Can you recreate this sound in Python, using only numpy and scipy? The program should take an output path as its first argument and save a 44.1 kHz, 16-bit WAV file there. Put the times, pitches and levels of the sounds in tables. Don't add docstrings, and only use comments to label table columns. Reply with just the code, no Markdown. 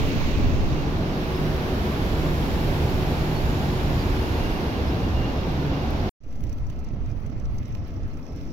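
import sys
import numpy as np
from scipy import signal
from scipy.fft import rfft, irfft, next_fast_len
from scipy.io import wavfile
from scipy.ndimage import uniform_filter1d, map_coordinates

SR = 44100
rng = np.random.default_rng(int(sys.argv[2]) if len(sys.argv) > 2 else 0)


def inscribe(sig):
    pcm = np.round(np.clip(np.atleast_2d(sig).T, -1, 1) * 32767)
    wavfile.write(sys.argv[1], SR, pcm.astype(np.int16))


def voltage_ratio(level):
    return 10 ** (np.asarray(level, float) / 20)


N = 375732
T = np.arange(N) / SR

STREET_LAG, PARK_LAG = 15, -22
DISSOLVE_START_S, DISSOLVE_END_S = 0.47, 1.02
WAKE_START_S = 6.232
ENGINE_RAMP_S = 0.081

# frequency [Hz], left level [dB], right level [dB].
PARK_TREBLE = [(1500, -48, -47), (1950, -47.5, -46.5), (2600, -51.5, -46.5), (3730, -59.5, -55),
               (4700, -63, -53.5), (5620, -68, -56.5), (6900, -73, -66), (7650, -72, -86), (8150, -79, -86),
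               (9400, -72, -74), (10300, -72, -75), (11050, -72, -86), (12400, -65.5, -74),
               (15000, -69, -74), (15600, -65.5, -72.5)]
# time [s], gain [dB].
PARK_FADE = [(6.204, -14), (6.215, -3), (6.232, -6), (6.238, 2), (6.3, 4.5), (9, 5.5)]


def unit(x):
    return x / np.sqrt(np.mean(np.atleast_2d(x).mean(0) ** 2) + 1e-20)


def along(points, hz):
    f, *cols = np.transpose(points)
    return np.array([np.interp(np.log(hz + 1), np.log(f + 1), c) for c in cols])


def curves(rows):
    s, *cols = np.transpose(rows)
    return [np.interp(T, s, c) for c in cols]


def wobble(rate):
    coarse_s = np.arange(0, N + 16, 16) / SR
    knots = rng.standard_normal(int(N * rate / SR) + 4)
    return np.interp(T, coarse_s, map_coordinates(knots, [coarse_s * rate]))


def filtered(x, response):
    m = next_fast_len(x.shape[-1] + 8192)
    spectrum = rfft(x, m) * response(np.fft.rfftfreq(m, 1 / SR))
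    return irfft(spectrum, m)[..., :x.shape[-1]]


def tone(hz, db, drift_hz, flutter_db, rate):
    level = np.sqrt(2) * voltage_ratio(db + flutter_db * wobble(rate))
    phase = 2 * np.pi * np.cumsum(hz + drift_hz * wobble(rate)) / SR
    return level * np.sin(phase)


def spells(rows, ramp_s):
    gain = np.zeros(N)
    for start_s, end_s, db in rows:
        rise = np.clip((T - start_s) / ramp_s + .5, 0, 1)
        fall = np.clip((end_s - T) / ramp_s + .5, 0, 1)
        gain += voltage_ratio(db) * rise * fall
    return gain


def layers(low, high, alike, lag, patchy_db):
    cross_hz = [130, 1500, 8100]
    z = signal.stft(rng.standard_normal((2, N)), nperseg=512)[2]
    field = uniform_filter1d(rng.standard_normal(z.shape[1:]), size=6, axis=0)
    field = uniform_filter1d(field, size=12, axis=1)
    pair = signal.istft(z * voltage_ratio(patchy_db * field / field.std()), nperseg=512)[1][:, :N]

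    def split(hz):
        turn = np.arccos(np.clip(along(alike, hz)[0], -1, 1)) / 2
        return np.array([np.cos(turn), np.sin(turn)])

    def colour(hz):
        late = np.exp(np.outer([-1j, 1j], np.pi * hz * lag / SR * (hz > 1200)))
        return voltage_ratio(along(low + high[1:], hz)) * late

    same, other = filtered(pair, split)
    ports = filtered(np.array([same + other, same - other]), colour)
    below = [filtered(ports, lambda hz: 1 / (1 + (hz / edge) ** 12)) for edge in cross_hz]
    return [unit(hi - lo) for lo, hi in zip([0] + below, below + [ports])]


def traffic(share):
    # frequency [Hz], left level [dB], right level [dB].
    kerb_low = [(5, 4, -9), (12, -11, 10.5), (25, -5, 1), (45, -1, 1), (91.4, 4.5, -12), (129, -13.5, 1.5),
                (189, -5, -20.5), (260, -10.5, -5), (342, -11.5, -15), (415, -19, -14), (600, -20.5, -21),
                (840, -25, -22.5), (1160, -28, -26.5), (1500, -32, -30)]
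    kerb_high = [(1500, -31, -29), (1950, -34.5, -33), (2620, -35, -31), (3030, -40.5, -34.5),
                 (3600, -42, -34.5), (4640, -43, -38), (5500, -58, -41), (6600, -60, -41.5),
                 (7400, -62, -51.5), (8050, -62, -53.5), (10400, -49.5, -56.5), (11150, -65.5, -61),
                 (12100, -50, -51.5), (15000, -47.5, -54), (15700, -51, -46.5)]
    street_low = [(5, -17, -21), (12, -17, -29), (25, -10.5, 0.5), (45, -8, -10.5), (99, -10, -7),
                  (129, -11, -11), (197, -11.5, -10.5), (258, -14, -13), (304, -13, -13), (393, -16.5, -17),
                  (620, -21.5, -21), (825, -22.5, -22), (1114, -26.5, -28.5), (1560, -29, -30)]
    street_high = [(1500, -29, -29), (1920, -33, -33.5), (2580, -38, -32.5), (3700, -43, -35),
                   (4730, -45, -38.5), (5570, -43.5, -43.5), (6800, -52.5, -50), (7640, -54, -57.5),
                   (8500, -55, -71), (9620, -50.5, -59), (10900, -51, -74), (12500, -46, -59),
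                   (15300, -50, -59), (15700, -54, -53.5)]
    # frequency [Hz], correlation [-1..1].
    alike = [(20, 0.86), (60, 0.94), (150, 0.97), (300, 0.91), (640, 0.69), (1200, 0.24), (1700, 0.48),
             (2100, 0.56), (2600, 0.11), (3400, 0.064), (4200, 0.091), (5800, 0.18), (7000, .05)]
    # time [s], nearness [dB], bearing [-1 right .. 1 left].
    passing = [(0, 6.5, 0.38), (.29, 3, 0.046), (.59, -5, -0.59), (1.0, -3.5, -0.47), (1.35, 1, -0.35),
               (2.7, 4.5, -0.14), (3.4, 3.5, 0.14), (4.45, 3, .4), (4.7, 0, .2), (5.2, -3.5, -0.41),
               (6.09, -4, -0.18)]
    # time [s], rumble gain [dB].
    heavy = [(0, 1), (.3, 0), (.55, 0), (1.0, -1.5), (1.4, -3), (2.6, 2), (3.6, 0.5), (4.5, 1), (4.7, -3),
             (5.15, 3), (5.35, -2.5), (6.09, -2.5)]
    kerb_db = [-24, -27.5, -41.5, -56]
    street_db = [-27, -28.5, -43, -56.5]
    grows = [.05, .15, .35, 1.0]
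    lean_db, rest_lean_db, swell_db = 9, -2.5, -0.3

    kerb = layers(kerb_low, kerb_high, alike, STREET_LAG, patchy_db=1.0)
    street = layers(street_low, street_high, alike, STREET_LAG, patchy_db=0.36)
    near_db, bearing = curves(passing)
    mixed = []
    for grow, a_db, b_db, a, b in zip(grows, kerb_db, street_db, kerb, street):
        both = voltage_ratio(a_db) * np.sqrt(1 - share) * a + voltage_ratio(b_db) * np.sqrt(share) * b
        mixed.append(voltage_ratio(grow * near_db) * both)
    rumble, roar, tyres, air = mixed
    rumble = rumble * voltage_ratio(curves(heavy)[0] + swell_db * wobble(3.1))
    air = air * voltage_ratio(np.outer([0, -1], rest_lean_db + lean_db * bearing))
    return rumble + roar + tyres + air


def sparrows():
    # middle [s], pitch [Hz], length [s], level [dB], left minus right [dB].
    chirps = [(.178, 4600, .045, -56, -2), (.45, 2680, .04, -44, -3), (.88, 5570, .08, -57, 3),
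              (1.37, 5150, 0.045, -47, 3), (3.37, 4385, .055, -45, -3), (4.008, 4680, .06, -42.5, -5),
              (4.022, 4280, .05, -54, 0), (4.11, 5260, .04, -49, 3), (4.192, 4238, 0.047, -50, -3),
              (4.89, 5150, 0.05, -49, 2), (5.402, 5150, .04, -52, 1), (5.45, 5200, .04, -56, 4),
              (7.12, 5100, .04, -67, -14), (8.12, 4200, .03, -64, -8), (7.1, 2400, .05, -60, -4)]
    sag, arch = -0.006, .02
    out = np.zeros((2, N))
    flutter = voltage_ratio(3.2 * wobble(200) - 1.5)
    for s, hz, length_s, db, pan_db in chirps:
        count = int(length_s * SR)
        start = int((s - length_s / 2) * SR)
        u = np.arange(count) / count
        swell = np.sin(np.pi * u)
        pitch_hz = hz * (1 + sag * (u - .5) + arch * (swell - .7)) + 15 * np.sin(12 * u)
        note = swell ** 0.58 * flutter[start:][:count] * np.sin(2 * np.pi * np.cumsum(pitch_hz) / SR)
        out[:, start:][:, :count] += np.outer(voltage_ratio(db + np.array([.5, -.5]) * pan_db), note)
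    return out


def engines():
    # start [s], end [s], level [dB].
    idle = [
        (1.3, 3.7, -32),
        (3.7, 6.193, -33),
    ]
    # time [s], pitch [Hz], level [dB].
    pulling = [(.7, 151, -33), (1.5, 154, -32), (1.9, 143, -36), (2.4, 153, -31.5), (4.1, 146, -34),
               (4.5, 145, -76), (4.95, 143, -30), (5.25, 146.3, -51), (5.55, 144, -29.5),
               (6.09, 145, -41.5)]
    # engine order [Hz], level [dB].
    drones = [(228, -49), (270, -43.5), (306, -51), (345, -48), (652, -53.5)]
    out = spells(idle, ENGINE_RAMP_S) * tone(69.7, 0, 2.515, 1.3, rate=8)
    out = out + tone(*curves(pulling), 1.82, 1.5, rate=9)
    return out + sum(tone(hz, db, 1.516, 2.1, rate=4) for hz, db in drones)


def fan_whistle():
    # time [s], pitch [Hz], level [dB].
    whistle = [(1.6, 7360, -66), (2.2, 7240, -51), (3.0, 7200, -54), (3.55, 6960, -49.5), (4.4, 6900, -54),
               (4.8, 6950, -94)]
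    return np.array([tone(*curves(whistle), 30, 1.5, rate=8) * wobble(800) * voltage_ratio(db) for db in (-6, -10)])


def brake_squeal():
    # start [s], end [s], level [dB].
    squeals = [(.75, .82, -45), (1.1, 1.15, -52), (1.2, 1.46, -57), (4.15, 5.95, -65), (3.2, 3.4, -64),
               (4.18, 4.36, -55), (4.39, 4.49, -49.5), (4.53, 4.58, -49), (4.67, 4.82, -52.5),
               (4.92, 4.97, -49), (5.01, 5.07, -51), (5.15, 5.3, -46), (5.35, 5.43, -56), (5.47, 5.62, -59),
               (5.71, 5.86, -59)]
    grip = spells(squeals, 0.056) * tone(2800 + 14 * wobble(15), -1, 18, 3, rate=90)
    return np.array([voltage_ratio(-3) * np.roll(grip, STREET_LAG), voltage_ratio(2.5) * grip])


def machine_hum():
    # start [s], end [s], level [dB].
    hum = [
        (.9, 4.4, -40),
        (4.4, 5.8, -59),
        (5.8, 6.9, -44),
    ]
    octave = [(2.9, 6.2, -50.5)]
    hum_hz = 370
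    low = spells(hum, ENGINE_RAMP_S) * tone(hum_hz, 1, 0.81, 1.2, rate=7)
    return low + spells(octave, ENGINE_RAMP_S) * tone(2 * hum_hz, 0, 1.24, 3.1, rate=3.94)


def tick():
    at_s, level_db = 5.9073, -38
    click = 1. * (np.arange(N) == int(at_s * SR))
    click = filtered(click, lambda hz: 1 / (1 + (11000 / (hz + 1)) ** 8))
    return np.outer([voltage_ratio(level_db + 26), 0], click)


def far_machinery(roar_db):
    # pitch [Hz], level [dB].
    park_tones = [(1314, -77.5), (2094, -82.5), (2589, -88)]
    tones = sum(tone(hz, db + roar_db + 47.5, 8.5, 2, rate=15) for hz, db in park_tones)
    return np.outer(voltage_ratio([-4, 3]), tones)


def park_wind():
    # frequency [Hz], left level [dB], right level [dB].
    park_low = [(5, 5.5, -22), (12, -32, -1.5), (25, -16, -16), (44.3, -18, -5), (100, -9.5, -14.5),
                (115, -15.5, -14.5), (178, -23, -21), (268, -22.5, -22), (343, -32.5, -26),
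                (423, -29, -36.5), (680, -37.5, -34.5), (950, -44, -42), (1190, -44, -41),
                (1480, -49.5, -45.5)]
    # frequency [Hz], correlation [-1..1].
    alike = [(20, 0.43), (60, 0.84), (130, 1), (300, 0.89), (640, 0.72), (1100, 0.083), (1800, 0.092),
             (2600, 0.14), (4000, 0.16), (7500, .4), (11000, .1)]
    # time [s], gust level [dB], left minus right [dB].
    gusts = [(6.25, -46, -8), (6.47, -34.5, -7), (6.6, -35.5, 3), (7.17, -33.5, -9), (7.33, -37.5, -5),
             (7.5, -34, 0), (7.75, -39, 3), (8.03, -37.5, 1), (8.52, -41.5, 3)]
    wake_db = [-9, -7, -7]
    wake_s = .09
    buffet, roar, rustle, air = layers(park_low, PARK_TREBLE, alike, PARK_LAG, patchy_db=1.2)
    buffet_db, pan_db = curves(gusts)
    asleep = np.exp(-np.clip(T - WAKE_START_S, 0, None) / wake_s)
    roar_db, rustle_db, air_db = np.outer(wake_db, asleep) + [[-44.5], [-66.5], [-77.5]]
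    slow = np.sqrt(abs(uniform_filter1d(buffet ** 2, size=6000, axis=1)) + .05)
    wind = unit(buffet / slow * voltage_ratio(1.6 * wobble(9)))
    wind = wind * voltage_ratio(buffet_db + np.outer([.5, -.5], pan_db - 0.5))
    clumps = .5 * wobble(28) + 1.17 * wobble(90)
    rustle = voltage_ratio(rustle_db + 1.24 * clumps) * rustle
    air = voltage_ratio(air_db + 1.1 * clumps + np.outer([3.3, .8], wobble(13)) - 0.3) * air
    return wind + voltage_ratio(roar_db) * roar + rustle + air + far_machinery(roar_db)


def bursts(times_s, levels_db, length_s):
    out = np.zeros(N)
    for s, db, spread in zip(times_s, levels_db, rng.standard_normal(len(times_s))):
        u = np.arange(SR // 20) / SR / (length_s * np.exp(.2 * spread))
        start = int((s - length_s) * SR)
        swell = voltage_ratio(db) * np.exp(2) / 4 * u ** 2 * np.exp(-u)
        out[start:][:len(u)] += swell[:N - start]
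    return out


def crunches():
    # time [s], cavity ring [dB], bright snap [dB].
    hits = [(6.235, -61, -64), (6.3246, -53, -66), (6.356, -46, -57), (6.405, -51, -54),
            (6.4364, -42.5, -51.5), (6.493, -45, -53), (6.527, -47, -55), (6.582, -48, -56),
            (6.667, -48, -58), (6.699, -44, -51), (6.7895, -53, -56), (6.8429, -47, -55.5),
            (6.8855, -54, -61), (6.9367, -64, -64), (7.0885, -57, -62), (7.2617, -51, -58),
            (7.2974, -57, -59), (7.3967, -50, -61), (7.452, -50, -70), (7.582, -42, -57),
            (7.6536, -49, -68), (7.7487, -41, -50), (7.838, -57, -61), (8.137, -58, -66),
            (8.1705, -50, -61.5), (8.2662, -53, -71), (8.3595, -49, -55.5), (8.4114, -55, -64),
            (8.4757, -58, -64), (8.502, -55, -63), (6.467, -60, -68), (6.7287, -63, -70),
            (6.7601, -58, -70), (7.0595, -55, -70), (7.1128, -54, -70), (7.3753, -65, -67),
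            (7.6292, -56, -65), (7.723, -55, -69), (7.7709, -55, -69), (7.906, -61, -71), (7.94, -55, -68),
            (7.9734, -60, -72), (8.0303, -56, -71), (8.3196, -56, -69), (8.3884, -60, -69)]
    # time [s], peak level [dB].
    lone_snaps = [(6.2797, -62), (6.383, -62), (6.4638, -63), (6.9217, -64), (7.1627, -62), (7.2021, -58),
                  (7.5448, -58), (7.5623, -56), (7.68, -50.5), (7.7199, -63), (7.8746, -53), (7.9344, -63),
                  (8.0766, -52), (8.2293, -65), (8.3265, -59)]
    stray_count, stray_db = 30, -76
    cavity_hz, cavity_width_hz = 5700, 1600
    scrape_at_s, scrape_rise_s, scrape_sag_db_per_s = 5.5, 0.05, -14
    s, ring_db, snap_db = np.transpose(hits)
    lone_s, lone_db = np.transpose(lone_snaps)
    stray_s = rng.uniform(PARK_FADE[0][0] + .1, T[-1], stray_count)
    scratch_db = -63 + .4 * (ring_db - ring_db.mean()) + 3 * rng.standard_normal(len(s))

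    def cavity(hz):
        damping = 1j * hz * cavity_width_hz
        return (damping / (cavity_hz ** 2 - hz * hz + damping)) ** 2

    grains = rng.standard_normal((4, N)) * voltage_ratio(3.3 * np.array([wobble(500) for _ in range(4)]))
    ring = unit(filtered(grains[0], cavity))
    low = unit(filtered(grains[1], lambda hz: np.exp(-(np.log((hz + 1) / 2700) / 0.5) ** 2)))
    top = unit(filtered(grains[2:], lambda hz: voltage_ratio(along(PARK_TREBLE, hz) + [[0], [-5]]) * (hz > 8100)))

    since_s = T - scrape_at_s
    stroke = voltage_ratio(-74.5 + scrape_sag_db_per_s * np.clip(since_s, 0, None)) + voltage_ratio(-75)
    scrape = stroke * np.exp(np.clip(since_s, None, 0) / scrape_rise_s) * voltage_ratio(1.8 * wobble(45))
    stray = bursts(stray_s, stray_db + 2.3 * rng.standard_normal(stray_count), 0.0016)
    lone = bursts(lone_s, lone_db - 12.0, .002)
    near = (bursts(s, ring_db - 11.0, 0.0014) + scrape + stray) * ring
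    near = near + (bursts(s, scratch_db, 0.0013) + stray + voltage_ratio(-1) * lone) * low
    snaps = (bursts(s, snap_db - 12, 0.0027) + lone + voltage_ratio(-5.0) * stray) * top
    return np.array([voltage_ratio(-7.5) * near, voltage_ratio(1.5) * np.roll(near, -PARK_LAG)]) + snaps


def insect():
    # start [s], end [s], pulse rate [1/s], level [dB].
    trills = [
        (7.659, 7.996, 33, -64),
        (8.226, 8.52, 34, -59.5),
    ]
    # frequency [Hz], width [Hz], level [dB].
    wing = [(5120, 150, -3.5), (5540, 121, 0), (5900, 200, -7)]
    puffs = np.zeros(N)
    for start_s, end_s, rate, db in trills:
        beat = np.cos(np.pi * rate * (T - start_s - .01 + .008 * wobble(25))) ** 2
        puffs += voltage_ratio(db) * ((T > start_s) & (T < end_s)) * (0.26 + beat)

    def resonances(hz):
        total = 0
        for k, (centre, width, db) in enumerate(wing):
            damping = 1j * hz * width
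            total = total + (-1) ** k * voltage_ratio(db) * damping / (centre * centre - hz * hz + damping)
        return total

    scraping = puffs * voltage_ratio(2.1 * wobble(70) - 4.0) * rng.standard_normal(N)
    song = filtered(scraping, resonances) * voltage_ratio(20.0)
    return np.array([voltage_ratio(-12.0) * song, voltage_ratio(-0.5) * np.roll(song, -PARK_LAG)])


def offset_swing():
    age = np.clip(T - WAKE_START_S, 0, None) / .085
    swing = 3.6 * age ** 1.5 * np.exp(-age) - .3 * (1 - np.exp(-age)) * np.exp(-age / 14)
    return np.outer(voltage_ratio([-27, -31]), swing)


def scene():
    cut_s, cut_ramp_s = 6.0942, .0012
    share = np.clip((T - DISSOLVE_START_S) / (DISSOLVE_END_S - DISSOLVE_START_S), 0, 1)
    machines = np.outer(voltage_ratio([-.6, .4]), engines() + machine_hum()) + fan_whistle() + brake_squeal()
    town = traffic(share) + np.sqrt(share) * machines
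    residue = voltage_ratio(-71 - 1400 * np.clip(T - cut_s, 0, .1)) * (T < cut_s + .03)
    town = town * np.where(T < cut_s, np.clip((cut_s - T) / cut_ramp_s, 0, 1), residue)
    park = park_wind() + crunches() + insect()
    park = park * voltage_ratio(curves(PARK_FADE)[0]) * (T > PARK_FADE[0][0])
    return town + park + offset_swing() + sparrows() + tick()


def starved(x, margin_db):
    lead = 398
    window = np.sin(np.pi * (np.arange(2048) + .5) / 2048)
    padded = np.pad(x, ((0, 0), (lead, 0)))
    hz, s, z = signal.stft(padded, SR, window, nperseg=2048, noverlap=1024)
    band = np.arange(len(hz)) // 8 * 8 + 4
    luck = voltage_ratio(3 * rng.standard_normal(z.shape))
    power = uniform_filter1d(abs(z) ** 2, size=8, axis=1) * luck
    power = power[:, band.clip(0, len(hz) - 1)]
    level = uniform_filter1d(power[:, (hz > 1500) & (hz < 7000)].mean((0, 1)), size=5)
    mixed_db = -5 * ((s > DISSOLVE_START_S + .08) & (s < DISSOLVE_END_S))
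    keep = (power > level * voltage_ratio(2 * (margin_db + mixed_db))) | (hz[:, None] < 6000)
    return signal.istft(z * keep, SR, window, nperseg=2048, noverlap=1024)[1][:, lead:][:, :N]


def roll_off(x):
    return signal.sosfilt(signal.butter(12, 15830, fs=SR, output="sos"), x)


def record(dry):
    # frequency [Hz], width [Hz], left gain [dB], right gain [dB].
    notches = [(8130, 220, -4.5, -5.5), (11100, 365, -3, 3.5)]

    def ports(hz):
        dips_db = sum(np.outer(db, np.exp(-((hz - at) / width) ** 2)) for at, width, *db in notches)
        return voltage_ratio(dips_db) * (hz < 15830)

    mix = starved(filtered(dry, ports), margin_db=-21.5)
    return roll_off(mix)


dry = scene()
out = record(dry)
inscribe(out)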